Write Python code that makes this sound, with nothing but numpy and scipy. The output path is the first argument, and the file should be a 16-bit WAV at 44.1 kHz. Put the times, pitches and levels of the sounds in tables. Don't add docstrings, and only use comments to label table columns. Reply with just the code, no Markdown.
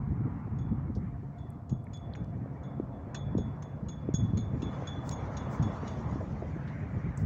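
import sys
import numpy as np
from scipy import signal
from scipy.fft import rfft, irfft
from scipy.io import wavfile
from scipy.ndimage import uniform_filter1d

SR = 44100
rng = np.random.default_rng(int(sys.argv[2]) if len(sys.argv) > 2 else 0)


def master(y):
    cut = np.clip(np.atleast_2d(y).T, -1, 1)
    pcm = np.round(cut * 32767)
    wavfile.write(sys.argv[1], SR, pcm.astype(np.int16))


N = 319725
TIME = np.arange(N) / SR

# (frequency [Hz], relative level [dB], t60 [s])
BENDING_MODES = [(3423, -5, .6), (3440, 0, .48), (3470, -18, .4), (3504, -15, .45)]
# (frequency [Hz], relative level [dB], t60 [s])
NEIGHBOUR_MODES = [(3503, 0, .45), (3533, -6, .35), (3578, -8, .3), (3632, -3, .32), (3685, -9, .25),
                   (4005, -7, .16), (4170, -6, .16), (4264, -11, .14)]
# (frequency [Hz], relative level [dB], t60 [s])
UPPER_MODES = [(4990, -25, .14), (5570, -24, .14), (6545, -16, .28), (6580, -5, .18), (6603, 0, .165),
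               (6662, -16, .13), (6701, -14, .16), (6800, -15, .12), (6972, -19, .1), (7110, -19, .1),
               (10700, -32, .08), (10810, -32, .06)]
# (time [s], strength [dB], neighbour trim [dB], upper trim [dB], clatter trim [dB])
CLINKS = [(0.5841, -69, -10, 0, 3.5), (1.3813, -69, -4, -18, -0.5), (1.6931, -72.5, -6, 5, 15.5),
          (1.932, -57.5, -10, -2.5, -1), (2.151, -71, 3, -3, 11), (2.6319, -68, -1, -6.5, -1),
          (2.9138, -76.5, -4, -21, -9), (3.1448, -53.5, -1.5, 0.5, 11.5), (3.376, -61.5, -1, 1.5, 4),
          (3.6222, -68, -7, 2.5, 13), (3.8846, -59.5, -6, 5.5, 6.5), (4.138, -50.5, -8.5, 8.5, 2),
          (4.372, -62, 7.5, 10, 10), (4.6194, -55, -2.5, -5.5, 3.5), (4.8703, -47.5, -13, -6.5, -4.5),
          (5.1098, -60, -1, 10, 10), (5.3672, -60, -1, 4.5, 14), (5.6241, -58.5, -12, 0.5, 9),
          (5.874, -63, 1, 0.5, 11), (6.1095, -74, -2, 3, 4)]

def chime(bending_db=-3, neighbour_db=-7, upper_db=-4.5, clatter_db=4, firm_db=-61, bloom_s=0.0062):
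    out, t = np.zeros(N), TIME[:SR]
    clatter = noise([(1200, 10), (2200, -0.5), (3000, 2), (4000, 3.5), (4700, -2), (5600, 3.5),
                     (7000, 0), (7800, -11.5), (8800, -30), (13000, -46)])
    clatter = patchy(clatter, depth_db=4.5)
    touch = fade(t, t60=0.06) * rise(t, 0.0022)
    for s, strength, neighbour, upper, contact in CLINKS:
        bloom = bloom_s * undb(0.24 * (firm_db - strength))
        clink = undb(bending_db) * ring(BENDING_MODES, t, scatter_db=1.5, rise_s=bloom)
        clink += undb(neighbour + neighbour_db) * ring(NEIGHBOUR_MODES, t, scatter_db=2, rise_s=bloom)
        clink += undb(upper + upper_db) * ring(UPPER_MODES, t, scatter_db=2.5, rise_s=0.0024)
        clink += undb(contact + clatter_db) * touch * np.roll(clatter, -int(s * SR))[:SR]
        add(out, s, undb(strength) * clink)
    return out


def ring(modes, t, scatter_db, rise_s, detune_hz=4):
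    hz, db, t60 = np.transpose(modes)[:, :, None]
    hz = hz + detune_hz * rng.standard_normal(hz.shape)
    gain = undb(db + scatter_db * rng.standard_normal(hz.shape))
    phase = rng.uniform(0, 2 * np.pi, hz.shape)
    tone = np.sum(gain * fade(t, t60) * np.sin(2 * np.pi * hz * t + phase), axis=0)
    return tone * rise(t, rise_s) / rms(tone[:SR // 10])


# (frequency [Hz], relative density [dB])
RUMBLE = [(25, -33), (40, -15), (60, -3.5), (85, -0.5), (125, 0.5), (170, -3.5), (230, -9), (400, -32.5)]
BUFFET = [(120, -23), (220, 2), (300, -2.5), (420, -9), (700, -28), (1400, -44)]

def wind(rumble_db=-1, buffet_db=-13, rumble_flutter_db=2, buffet_flutter_db=6):
    eddies = walk(45)
    rumble = undb(rumble_db) * unit(noise(RUMBLE) * undb(rumble_flutter_db * eddies))
    buffet = undb(buffet_db) * unit(noise(BUFFET) * undb(buffet_flutter_db * eddies))
    return wind_strength() * (rumble + buffet)


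# (time [s], relative level [dB])
BREEZE = [(0.0, -32), (0.38, -40.5), (0.85, -37.5), (1.33, -43), (3.86, -42), (4.32, -36), (4.74, -41),
          (7.25, -36.5)]
# (time [s], hold [s], relative level [dB])
GUSTS = [(0.092, .28, -35.5), (0.49, 0.16, -30.5), (0.678, 0.082, -28.5), (0.997, 0.076, -37),
         (1.676, .08, -33), (2.186, 0.057, -34), (2.346, 0.042, -35.5), (2.812, 0.046, -38),
         (3.187, 0.15, -34), (3.318, .15, -30.5), (3.812, .08, -35.5), (4.026, 0.029, -31),
         (4.183, 0.068, -23), (4.327, 0.066, -26.5), (4.442, 0.13, -32), (5.089, 0.045, -33.5),
         (5.574, 0.061, -27.5), (5.88, 0.39, -38), (7.193, 0.14, -28)]

def wind_strength(breeze_db=2.5, attack_s=0.023, release_t60_s=0.22):
    breeze, = curves(BREEZE)
    power = undb(breeze + breeze_db) ** 2
    for s, hold, db in GUSTS:
        attack = np.clip((TIME - s) / attack_s, 0, 1)
        release = fade(np.maximum(TIME - s - hold, 0), release_t60_s)
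        power += (undb(db) * attack * release) ** 2
    return np.sqrt(power)


# (time [s], strength [dB], pitch [Hz])
POPS = [(.727, -18.5, 191), (.782, -20.5, 140), (1.726, -14, 154), (2.459, -23, 510), (2.799, -12.5, 313),
        (3.351, -10.5, 259), (3.371, -18, 158), (3.384, -15.5, 403), (4.089, -11.5, 320),
        (4.141, -11.5, 157), (4.335, -14, 167), (4.63, -15, 237), (4.823, -17, 590), (5.597, -17.5, 152),
        (6.158, -19, 267)]

def wind_pops(t60_cycles=5.45):
    out, t = np.zeros(N), TIME[:SR // 5]
    for s, db, hz in POPS:
        envelope = fade(t, t60_cycles / hz) * rise(t, 0.00094)
        add(out, s, -undb(db) * envelope * np.sin(2 * np.pi * hz * t))
    return out


# (frequency [Hz], relative density [dB])
ROAR = [(200, 5), (380, -3.5), (500, -0.5), (680, -3), (850, -8.5), (1200, -22.5)]
RUSH = [(600, -12), (820, 1), (1050, 0.5), (1250, -3), (1500, -12), (2000, -22.5), (2400, -38.5)]
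TREAD = [(900, -11.5), (1500, -1.5), (1900, -2.5), (2330, -7), (2480, -14), (3200, -26.5), (4000, -38.5)]
HISS = [(2000, -4.5), (2900, 5.5), (4000, 1), (4900, -1), (6000, 2), (6900, 0.5), (7700, -13), (9000, -27),
        (13000, -32)]

def traffic(roar_db=1, hiss_db=3, waver_db=1.44):
    roar, rush, tread, hiss = road_levels()
    out = undb(roar + roar_db + waver_db * walk(12)) * patchy(noise(ROAR), depth_db=0.98)
    out += undb(rush + waver_db * walk(16)) * patchy(noise(RUSH), depth_db=1.5)
    out += undb(tread + waver_db * walk(12)) * patchy(noise(TREAD), depth_db=3)
    out += undb(hiss + hiss_db + waver_db * walk(36)) * patchy(noise(HISS), depth_db=3.5)
    return out


# (time [s], span within 3 dB of the peak [s], roar [dB], rush [dB], tread [dB], hiss [dB])
CARS = [(0.301, 0.82, -68, -54.5, -66.5, -101), (3.25, 1.2, -50.5, -59, -70.5, -97.5),
        (4.76, 0.17, -51, -50, -56.5, -72), (5.42, 0.85, -45, -49, -57.5, -73.5),
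        (5.95, .5, -49, -51, -63, -69), (6.9, 1, -52, -59.5, -57.5, -80.5)]

def road_levels(far_traffic_db=(-61.5, -65, -70, -92.5), beam=1.64):
    power = undb(far_traffic_db)[:, None] ** 2
    for s, span, *levels in CARS:
        along = 2 * (TIME - s) / span
        nearness = (1 + (2 ** (1 / beam) - 1) * along ** 2) ** -beam
        power = power + undb(levels)[:, None] ** 2 * nearness
    roar, rush, tread, hiss = 10 * np.log10(power)
    dip_db = -14 * hump(s=1.73, half_length=0.27)
    return roar, rush, tread + dip_db, hiss + dip_db


# (time [s], pitch [Hz], level [dB])
TYRE_SONG = [(.9, 715, -64), (1.4, 700, -57.5), (2.2, 694, -57.5), (3.2, 690, -58), (3.8, 664, -62.5)]

def tyre_song(waver_hz=10):
    hz, db = curves(TYRE_SONG)
    flutter = walk(70)
    phase = 2 * np.pi * np.cumsum(hz + waver_hz * walk(60)) / SR
    return undb(db) * flutter * np.sin(phase)


# (frequency [Hz], width [Hz], level [dB])
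ENGINE = [(139.2, 7.1, -48), (279, 8, -57)]

def engine():
    return sum(undb(db) * unit(band(rng.standard_normal(N), hz, width)) for hz, width, db in ENGINE)


# (time [s], relative level [dB], centre [Hz], width [Hz], t60 [s])
TICKS = [(.951, -59.5, 4650, 2820, .11), (1.504, -53, 9900, 4500, 0.0058), (1.843, -61, 8900, 5000, .0068),
         (1.867, -50, 2020, 500, 0.021), (1.972, -57, 5800, 4000, .012), (2.136, -43, 3720, 900, 0.011),
         (2.151, -40.5, 1720, 900, 0.017), (2.244, -59, 4500, 4000, .01), (5.0926, -31, 5800, 3960, 0.0049),
         (6.205, -35, 500, 250, 0.095), (6.42, -33.5, 460, 300, 0.14), (6.676, -59, 3000, 3030, 0.18),
         (7.1746, -47, 6940, 2000, 0.028)]

def handling_ticks(tick_db=-2):
    out, t = np.zeros(N), TIME[:SR // 4]
    for s, db, hz, width, t60 in TICKS:
        envelope = fade(t, t60)
        tick = band(envelope * rng.standard_normal(len(t)), hz, width)
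        add(out, s, undb(db + tick_db) * unit(tick) * rms(envelope))
    return out


# (time [s], half length [s], level [dB])
RUSTLES = [(5.094, 0.073, -63), (5.535, 0.06, -65), (7.203, 0.049, -67.5)]
# (frequency [Hz], relative density [dB])
RUSTLE_SPECTRUM = [(5000, 5), (7500, 6), (10000, -14), (13500, -19), (14900, -1), (16000, 3)]

def finger_rustles():
    swell = sum(undb(db) * hump(s, half_length) for s, half_length, db in RUSTLES)
    return swell * noise(RUSTLE_SPECTRUM)


# (frequency [Hz], relative density [dB])
SELF_NOISE = [(2000, 6.5), (7800, 0), (8600, -6.5), (14000, -8), (15300, -0.5), (16000, -7)]

def microphone_hiss(level_db=-84):
    return undb(level_db) * noise(SELF_NOISE)


def patchy(x, depth_db):
    spectrogram = signal.stft(x, nperseg=512)[2]
    patches = uniform_filter1d(rng.standard_normal(spectrogram.shape), size=3, axis=0)
    patches = uniform_filter1d(patches, size=8, axis=1)
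    return unit(signal.istft(spectrogram * undb(depth_db * unit(patches)))[1][:N])


def noise(points):
    hz, db = np.transpose(points)
    octave = np.log2(np.arange(N // 2 + 1) * SR / N + 1)
    beyond = np.abs(octave - np.clip(octave, np.log2(hz[0]), np.log2(hz[-1])))
    gain = undb(np.interp(octave, np.log2(hz), db) - 30 * beyond)
    return unit(irfft(rfft(rng.standard_normal(N)) * gain, N))


def band(x, hz, width):
    edges = np.clip([hz - width / 2, hz + width / 2], 20, .48 * SR)
    return signal.sosfilt(signal.butter(3, edges, "band", fs=SR, output="sos"), x)


def walk(rate_hz):
    hold = max(int(SR / rate_hz), 1)
    steps = np.repeat(rng.standard_normal(N // hold + 1), hold)
    return unit(uniform_filter1d(steps, hold)[:N])


def rise(t, rise_s):
    return 1 - np.exp(-t / rise_s)


def fade(t, t60):
    return np.exp(-np.log(1000) * t / t60)


def hump(s, half_length):
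    return np.cos(np.pi / 2 * np.clip((TIME - s) / half_length, -1, 1)) ** 2


def curves(table):
    s, *columns = np.transpose(table)
    return [np.interp(TIME, s, c) for c in columns]


def add(out, s, x):
    i = max(int(s * SR), 0)
    out[i:i + len(x)] += x[:max(N - i, 0)]


def undb(db):
    return 10 ** (np.asarray(db) / 20)


def rms(x):
    return np.sqrt(np.mean(x ** 2))


def unit(x):
    return x / rms(x)


def scene():
    foreground = chime() + wind() + wind_pops()
    road = traffic() + tyre_song() + engine()
    phone = handling_ticks() + finger_rustles() + microphone_hiss()
    return (foreground + road + phone)[None]


def record(dry, fade_in_s=0.004, low_cut_hz=36, top_hz=15800):
    opened = dry * np.sin(np.pi / 2 * np.minimum(TIME / fade_in_s, 1)) ** 2
    thinned = signal.sosfilt(signal.butter(2, low_cut_hz, "high", fs=SR, output="sos"), opened)
    return signal.sosfilt(signal.ellip(10, .2, 70, top_hz, fs=SR, output="sos"), thinned)


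dry = scene()
out = record(dry)
master(out)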